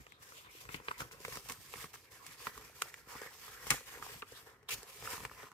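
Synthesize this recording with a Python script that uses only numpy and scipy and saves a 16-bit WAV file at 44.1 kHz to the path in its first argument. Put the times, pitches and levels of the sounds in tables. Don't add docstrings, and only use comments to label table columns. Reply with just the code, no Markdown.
import sys
import numpy as np
from scipy import signal
from scipy.fft import rfft, irfft, next_fast_len
from scipy.io import wavfile
from scipy.ndimage import uniform_filter1d, map_coordinates

SR = 44100
rng = np.random.default_rng(int(sys.argv[2]) if len(sys.argv) > 2 else 0)


def log_audio(samples):
    frames = np.atleast_2d(samples).T
    limited = np.clip(frames, -1, 1)
    pcm = np.round(limited * 32767).astype(np.int16)
    wavfile.write(sys.argv[1], SR, pcm)


N = 243917

# freq_hz, level_db
ROOM_TONE_COLOUR = [(20, -46.5), (32, -22), (50, -3.5), (110, -1), (200, -10.5), (300, -8), (430, -5.5),
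                    (640, -15), (950, -15.5), (1600, -36), (4000, -28), (15000, -43)]
# freq_hz, t60_s
ROOM_DECAY = [(150, 0.16), (1200, 0.26), (5000, 0.49), (14000, 0.42)]
# freq_hz, correlation (0..1)
STEREO_LIKENESS = [(100, 0.86), (500, 0.81), (1200, 0.63), (2000, 0.24), (3200, 0.069), (6000, 0.094),
                   (15000, .03)]
# time_s, right_lag_ms, left_minus_right_db
HAND_POSITIONS = [(0,0.29,0), (.75,0.28,0.5), (1.3,0.14,0), (1.6,0.0076,-2), (2.5,0.056,-1), (3.2,.02,-1),
                  (3.7,0.096,-0.5), (4.2,0.13,0), (4.7,0.049,0), (5.1,0.025,-1.5), (5.5,-0.034,0.5)]
# middle_s, half_length_s, centre_hz, width_hz, level_db
DRAGS = [(0.135, 0.047, 3600, 910, -67), (0.38, 0.033, 3080, 1600, -57.5), (0.457, .025, 3330, 1100, -62),
         (0.499, 0.021, 2270, 400, -60), (0.576, .05, 2940, 1300, -60), (0.776, 0.02, 2720, 800, -59),
         (0.955, 0.03, 2220, 800, -57.5), (2.079, 0.019, 2280, 500, -66.5), (2.232, 0.039, 1070, 300, -60),
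         (4.369, 0.021, 3800, 1600, -56), (4.692, 0.0057, 3470, 1110, -42), (4.721, 0.02, 2580, 890, -40)]
# start_s, length_s, level_db, body_re_hiss_db
SWIPES = [(0.224, 0.015, -55, -8.5), (0.606, .015, -53, -6), (0.721, 0.046, -52, -20),
          (0.981, 0.04, -50, -11), (1.118, 0.013, -53, -9), (1.214, 0.0037, -55, -5),
          (1.487, 0.037, -47.5, -3.5), (1.933, .025, -53, -1.5), (2.266, .01, -55, -11),
          (2.448, 0.026, -52, -8), (3.668, 0.012, -46.5, -8), (3.705, 0.0032, -39.5, 0),
          (3.726, 0.027, -61, -4), (4.689, 0.009, -41.5, -2.5), (4.707, 0.037, -37.5, -12)]
# freq_hz, level_db
SWIPE_HISS_COLOUR = [(1200, -30.5), (2400, -2.5), (3500, -3.5), (6000, -1), (10000, -5), (15000, -5.5)]
# time_s, body_db, pitch_hz, sharpness_q, crack_db, air_push_db, left_minus_right_db
SNAPS = [(.067,-54.5,1570,0.37,-67,-77,-2), (0.1219,-54.5,2170,1.6,-64.5,-74,0.5),
         (.322,-54.5,1400,2.6,-74,-75,1), (.6533,-54,1300,1.6,-65,-71,-3),
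         (0.6908,-45.5,1390,1.5,-72,-52.5,1), (.7443,-39,2190,0.87,-58,-44.5,2),
         (.8008,-52.5,814,1.3,-80,-59,1), (0.8845,-35,1710,1,-73,-52,-2.5),
         (0.9107,-41.5,1070,4.5,-66,-68,2.5), (0.9139,-37.5,1320,2.3,-60,-67,-3.5),
         (1.005,-40,1490,1.5,-46.5,-48,-2), (1.0189,-41.5,1350,5.7,-69,-46.5,-1),
         (1.113,-54.5,1660,1.3,-66,-75,-2), (1.2031,-56,480,2.1,-60,-59,-1),
         (1.25,-39.5,1630,.97,-48.5,-55,0), (1.2814,-44.5,535,1.4,-53,-54,0),
         (1.3245,-50,2010,1.6,-55,-54,2), (1.3564,-50,1960,1.4,-49.5,-52,-4),
         (1.3719,-45,1320,0.62,-48,-54,1), (1.4882,-60,1940,1.9,-46.5,-61,-2),
         (1.498,-45,2200,1.4,-43.5,-51,-3), (1.521,-54.5,1980,1.6,-43.5,-59,-1),
         (1.7389,-43,1380,1.04,-66,-64,-2), (1.7573,-52,1450,1.1,-69,-54,-1),
         (1.8419,-45,1340,0.71,-65,-51.5,-3), (1.941,-50.5,1280,1.8,-58,-63,-1),
         (2.2657,-58,1840,1.9,-50,-80,-3), (2.4697,-35,1230,1,-62,-49.5,-2),
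         (2.5774,-50,1160,2.9,-53.5,-62,-2), (2.8206,-33,1630,2.6,-35,-80,-3.5),
         (2.9418,-47.5,1680,1.8,-53.5,-84,-2), (3.072,-62,446,1.2,-75,-60,-1),
         (3.1534,-48.5,970,1.5,-70,-51.5,-2), (3.217,-45.5,625,1,-53,-60,-1),
         (3.2617,-52,985,1.8,-68,-61,0), (3.481,-52,1400,3.1,-66,-82,-5),
         (3.6688,-47.5,880,1.2,-51,-51.5,1), (3.7049,-30,2260,0.98,-24,-46,2.5),
         (3.712,-30,1890,1.7,-39,-40,-2), (3.718,-35,1480,1.9,-48,-41,-1), (3.807,-55.5,600,1.8,-70,-65,-3),
         (3.998,-56.5,560,1.3,-70,-57,-1), (4.0256,-42,1310,3.4,-59,-61,-2),
         (4.0652,-49.5,756,4.5,-57,-70,-2), (4.2221,-46,2420,0.62,-65,-63,2),
         (4.2264,-41.5,1260,7.2,-71,-60,-5), (4.3213,-52.5,499,4.7,-57,-59,0),
         (4.471,-60.5,520,2.2,-70,-82,-1), (4.63,-64,520,1.5,-71.5,-75,1),
         (4.8311,-54,870,0.38,-51.5,-72,-1), (5.0246,-50,1310,0.47,-66,-56.5,-4),
         (5.0743,-40,1400,4.5,-66,-58,-2), (5.1325,-51,1660,1.1,-47,-55,-2),
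         (5.1796,-47.5,1190,3.1,-54,-54,-1), (5.204,-50.5,865,2,-61,-55,-2),
         (5.2509,-38.5,1590,1.2,-48.5,-48,-1), (5.297,-54.5,1620,4.9,-71,-69,-2),
         (5.314,-51,1130,4,-76,-63,1), (5.4314,-52,620,1.4,-76,-54.5,.5), (5.517,-56,1400,2.4,-65,-65,-3)]
# freq_hz, level_db
DESK_COLOUR = [(100, -20), (260, -11), (330, -1), (430, 10.5), (620, -4), (830, 0.5), (1180, 4.5),
               (1550, -3.5), (1950, 0.5), (2500, 0), (3400, -5.5), (5000, -11.5), (9000, -33), (16000, -31)]
# freq_hz, level_db
CRACK_COLOUR = [(500, -24), (2200, -0.5), (3500, 0.5), (5500, 4), (8500, 4), (12000, -3), (15500, -3)]
# freq_hz, level_db
PUSH_COLOUR = [(25, -34), (45, -7), (70, -3), (120, 2.5), (190, -3.5), (260, -1), (350, -11), (600, -28.5),
               (1500, -76)]
# start_s, length_s, hiss_db, body_db, air_db, swell_over_stroke_db
STROKES = [(0.0, 0.0061, -64.5, -63.5, -63, 6), (0.076, 0.047, -71.5, -71, -80, -5),
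           (0.22, 0.17, -59, -61.5, -86, 2), (0.461, 0.041, -76, -61.5, -65.5, -7),
           (0.517, 0.12, -59, -64.5, -78, -4), (0.616, 0.12, -63, -58, -64, 16),
           (0.847, 0.072, -58, -59, -74, 0.5), (0.996, 0.025, -51.5, -50, -54, -1.5),
           (1.125, 0.039, -62.5, -58, -62.5, -6), (1.207, 0.15, -52.5, -57, -63, 12),
           (1.45, 0.108, -55.5, -61, -64, 0.5), (1.603, 0.11, -56.5, -64.5, -64, 2),
           (1.725, 0.097, -52, -54.5, -66, 5.5), (1.945, 0.11, -62.5, -68.5, -70, -8.5),
           (2.12, 0.11, -59.5, -62.5, -81, -8.5), (2.25, 0.078, -55.5, -57.5, -67, 1.5),
           (2.395, 0.078, -52.5, -53.5, -74, 4), (2.54, 0.18, -59.5, -59.5, -63.5, -5),
           (2.761, 0.12, -57, -57.5, -69, 5.5), (2.931, 0.056, -63, -67, -67, 7),
           (3.091, 0.16, -53.5, -53.5, -68.0, 2), (3.309, 0.26, -55.5, -58.5, -70, 5),
           (3.616, 0.13, -50, -52.5, -59.5, 8.5), (3.872, 0.117, -53.5, -52.5, -62, -2.5),
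           (4.023, 0.14, -52.5, -54, -64, 0), (4.281, 0.1, -59.5, -63.5, -74, 7.5),
           (4.466, 0.012, -63, -59, -70, 4.5), (4.727, 0.096, -54.5, -57.0, -60, -8),
           (4.877, 0.152, -54.0, -57, -63.5, 4), (5.04, 0.094, -48.5, -50, -59, 9.0),
           (5.179, 0.056, -56.5, -57.5, -58, 6), (5.316, 0.12, -59, -55.5, -64, 3)]
# freq_hz, level_db
HISS_COLOUR = [(1200, -30.5), (2200, -3.5), (2800, -2.5), (4000, -5), (5000, -2), (7500, -4.5),
               (8600, -3.5), (9800, -9.5), (11500, -3.5), (14000, -6.5), (15500, -11.5)]
# freq_hz, level_db
BODY_COLOUR = [(160, -46), (280, -12), (308, -18), (453, -1), (631, -13.5), (748, -4.5), (878, -11),
               (967, 0), (1160, -0.5), (1450, -3.5), (1820, -1), (2110, -5.5), (2500, -7), (2910, -12.5),
               (3600, -16.5), (4680, -35), (7920, -120)]
# freq_hz, level_db
AIR_COLOUR = [(20, -52), (30, -34), (48, 3.5), (80, -1), (120, 3), (200, -8.5), (300, -9), (500, -23),
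              (1500, -72)]

LOW_CUT_HZ, TOP_HZ = 38, 15500
STROKE_RISE_S, STROKE_FALL_S = 0.11, 0.33
HELD_HISS_DB, HELD_BODY_DB, HELD_AIR_DB = -89.5, -69.5, -73
RING_S, RING_DB = 0.013, -50.5


def amp(db):
    return np.exp(np.asarray(db) * (np.log(10) / 20))


def unit(x):
    return x / np.sqrt(np.mean(x ** 2) + 1e-20)


def along(points, hz):
    point_hz, value = np.transpose(points)
    return np.interp(np.log(hz + 1), np.log(point_hz + 1), value)


def wobble(knots_per_s):
    knots = rng.standard_normal(int(N * knots_per_s / SR) + 4)
    return map_coordinates(knots, [np.arange(N) * knots_per_s / SR])


def curves(rows):
    time_s, *columns = np.transpose(rows)
    return [np.interp(np.arange(N) / SR, time_s, column) for column in columns]


def filtered(x, response):
    n = x.shape[-1]
    m = 2 * next_fast_len(n // 2 + SR // 20)
    return irfft(rfft(x, m) * response(np.fft.rfftfreq(m, 1 / SR)), m)[..., :n]


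def causal(db):
    cepstrum = irfft(np.log(amp(db)))
    half = len(cepstrum) // 2
    cepstrum[1:half] *= 2
    cepstrum[half + 1:] = 0
    return np.exp(rfft(cepstrum))


def heard(pair, colour):
    def response(hz):
        turn = np.arccos(np.clip(along(STEREO_LIKENESS, hz), -1, 1)) / 2
        return causal(along(colour, hz)) * [np.cos(turn), np.sin(turn)]

    mid, side = filtered(pair, response)
    return np.array([mid + side, mid - side])


def panned(pair, left_minus_right_db):
    return pair * amp(np.array([[.5], [-.5]]) * left_minus_right_db)


def lagged(pair, lag_ms):
    n, half = np.arange(N), lag_ms * SR / 10 ** 3 / 2
    left = map_coordinates(pair[0], [n + half], order=5)
    right = map_coordinates(pair[1], [n - half], order=5)
    return np.array([left, right])


def add(track, start_s, sound):
    part = track[:, max(round(start_s * SR), 0):][:, :sound.shape[1]]
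    part += sound[:, :part.shape[1]]


def contact(start_s, length_s, rise_s, fall_s):
    t = np.arange(N) / SR - start_s
    return amp(-60 * np.clip(np.maximum(-t / rise_s, (t - length_s) / fall_s), 0, 2))


def room_tone():
    return unit(heard(rng.standard_normal((2, N)), ROOM_TONE_COLOUR))


def room(x):
    hz, t, z = signal.stft(rng.standard_normal((2, SR // 2)), SR, nperseg=256)
    decay = amp(-60 * t / along(ROOM_DECAY, hz)[:, None])
    tail = signal.istft(z * decay, SR, nperseg=256)[1]
    tail = heard(tail, [(200, 7.0), (1200, 0.0), (4000, -2.5), (14000, -2.5)])
    tail = np.pad(tail / np.linalg.norm(tail[0]), ((0, 0), (SR // 200, 0)))
    return signal.fftconvolve(x[:1], tail, axes=1)[:, :N]


def nearby(pair, delay_ms=2.1, drift=0.1382, share=0.19, count=3):
    n = np.arange(N)
    out = pair.copy()
    for k in range(count):
        for side in range(2):
            stretch = np.exp(drift * (rng.standard_normal() + wobble(0.6) / 2))
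            delay = (k + 1) * delay_ms * SR / 10 ** 3 * stretch
            out[side] += share / np.sqrt(k + 1) * map_coordinates(pair[side], [n - delay])
    return out


def friction(colour, grain_db, grains_per_s):
    grain = amp(grain_db * wobble(grains_per_s))
    return unit(heard(rng.standard_normal((2, N)) * grain, colour))


def shifting(pair, depth_db):
    z = signal.stft(pair, nperseg=512)[2]
    field = uniform_filter1d(rng.standard_normal(z.shape[1:]), size=7, axis=0)
    field = uniform_filter1d(field, size=15, axis=1)
    return unit(signal.istft(z * amp(depth_db * unit(field)), nperseg=512)[1][:, :N])


def drags():
    t = np.arange(N) / SR
    track = np.zeros((2, N))
    for middle_s, half_s, centre_hz, width_hz, level_db in DRAGS:
        def fold(hz):
            band = 1j * hz * width_hz
            return (band / (centre_hz ** 2 - hz ** 2 + band)) ** 2

        span = np.abs(t - middle_s) < 3 * half_s
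        song = unit(filtered(rng.standard_normal((2, SR // 2)), fold))[:, :span.sum()]
        track[:, span] += amp(level_db) * song * np.exp(-((t[span] - middle_s) / half_s) ** 2)
    return track


def swipes(rise_s=0.0092, t60_s=0.028):
    hiss, body = np.zeros(N), np.zeros(N)
    for start_s, length_s, level_db, body_re_hiss_db in SWIPES:
        scrape = amp(level_db) * contact(start_s, length_s, rise_s, t60_s)
        hiss += scrape
        body += amp(body_re_hiss_db) * scrape
    hiss = hiss * friction(SWIPE_HISS_COLOUR, grain_db=2, grains_per_s=900)
    return hiss + body * friction(BODY_COLOUR, grain_db=5.5, grains_per_s=490)


def snap(body_db, pitch_hz, sharpness_q, crack_db, push_db, pan_db, shiver=0.11, push_t60_s=0.087, lead_s=0.014):
    t = np.arange(-SR // 100, SR // 8) / SR
    t60_s = RING_S * (1 + amp(push_db - RING_DB))

    def noise():
        return rng.standard_normal((2, len(t)))

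    def dying(life_s):
        return noise() * (t >= 0) * amp(-60 * np.abs(t) / life_s)

    def creak():
        return noise() * (t < 0) * amp(-60 * np.abs(t) / lead_s)

    def sized(x):
        return x / np.sqrt(np.sum(x ** 2) / (2 * SR / 100))

    def patch(hz):
        band = 1j * hz * pitch_hz
        return band / (pitch_hz ** 2 - hz ** 2 + band / sharpness_q)

    pulse = (t == 0) * np.array([[1], [.2]])
    body = 0.043 * creak() + pulse + shiver * dying(t60_s) + 0.016 * dying(t60_s * 3)
    body = filtered(heard(body, DESK_COLOUR), patch)
    crack = heard(0.26 * creak() + dying(t60_s * 0.74) + 0.16 * dying(t60_s * 4), CRACK_COLOUR)
    push = heard(pulse + 0.072 * dying(push_t60_s), PUSH_COLOUR)
    paper = amp(body_db) * sized(body) + amp(crack_db) * sized(crack)
    return panned(paper, pan_db) + amp(push_db) * sized(push)


def snaps():
    track = np.zeros((2, N))
    for time_s, *buckle in SNAPS:
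        add(track, time_s - 0.01, snap(*buckle))
    return track


def crinkles(rate_per_s, spread_db, pitch_hz, cycles, scatter=0.432):
    chance = rate_per_s / SR * amp(6 * wobble(14))
    starts = np.flatnonzero(rng.random(N) < chance)
    size, pitch, left, right = rng.standard_normal((N // 20, 4))[:len(starts)].T[:, :, None]
    age = np.arange(SR // 150)
    turns = np.minimum(pitch_hz * np.exp(scatter * pitch), TOP_HZ) * age / SR
    envelope = turns * np.exp(-turns / cycles)
    ring = amp(spread_db * np.clip(size, -2, 2)) * np.sin(2 * np.pi * turns) * envelope
    where = (starts[:, None] + age).ravel()
    sides = [np.bincount(where, (ring * amp(2 * side)).ravel(), N)[:N] for side in (left, right)]
    return unit(np.array(sides))


def stroke_gains():
    t = np.arange(N) / SR
    power = amp([[HELD_HISS_DB], [HELD_BODY_DB], [HELD_AIR_DB]]) ** 2 * np.ones(N)
    for start_s, length_s, hiss_db, body_db, air_db, swell_db in STROKES:
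        swell = amp(swell_db * (np.clip((t - start_s) / length_s, 0, 1) - .5))
        speed = contact(start_s, length_s, STROKE_RISE_S, STROKE_FALL_S) * swell
        first = max(round((start_s - STROKE_RISE_S) * SR), 0)
        near = slice(first, round((start_s + length_s + STROKE_FALL_S) * SR))
        power[:, near] += (amp([[hiss_db], [body_db], [air_db]]) * speed[near]) ** 2
    return np.sqrt(power)


def handling():
    sliding, bending, pushing = stroke_gains()
    pressure = wobble(60)
    hiss = shifting(friction(HISS_COLOUR, grain_db=2.0, grains_per_s=2000), depth_db=1.5)
    hiss = hiss + amp(-14.5) * crinkles(rate_per_s=160, spread_db=5.5, pitch_hz=3600, cycles=0.54)
    body = shifting(friction(BODY_COLOUR, grain_db=2, grains_per_s=400), depth_db=3.5)
    body = body + amp(-9.5) * crinkles(rate_per_s=110, spread_db=5.5, pitch_hz=1400, cycles=0.84)
    air = friction(AIR_COLOUR, grain_db=5, grains_per_s=37)
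    slide = sliding * amp(0.38 + 1.4 * pressure) * hiss
    bend = bending * amp(-0.72 + 0.85 * pressure) * body
    return slide + bend + pushing * amp(-2.0) * air


def scene():
    lag_ms, pan_db = curves(HAND_POSITIONS)
    rubbing = panned(drags() + swipes() + handling(), pan_db)
    paper = amp(-0.68) * nearby(lagged(rubbing + snaps(), lag_ms))
    return amp(-70.5) * room_tone() + amp(-18.0) * room(paper) + paper


def record(dry):
    def band(hz):
        low_cut = hz ** 4 / np.sqrt(hz ** 8 + LOW_CUT_HZ ** 8)
        return low_cut / np.sqrt(1 + (hz / TOP_HZ) ** 160)

    return filtered(dry, band)


dry = scene()
out = record(dry)
log_audio(out)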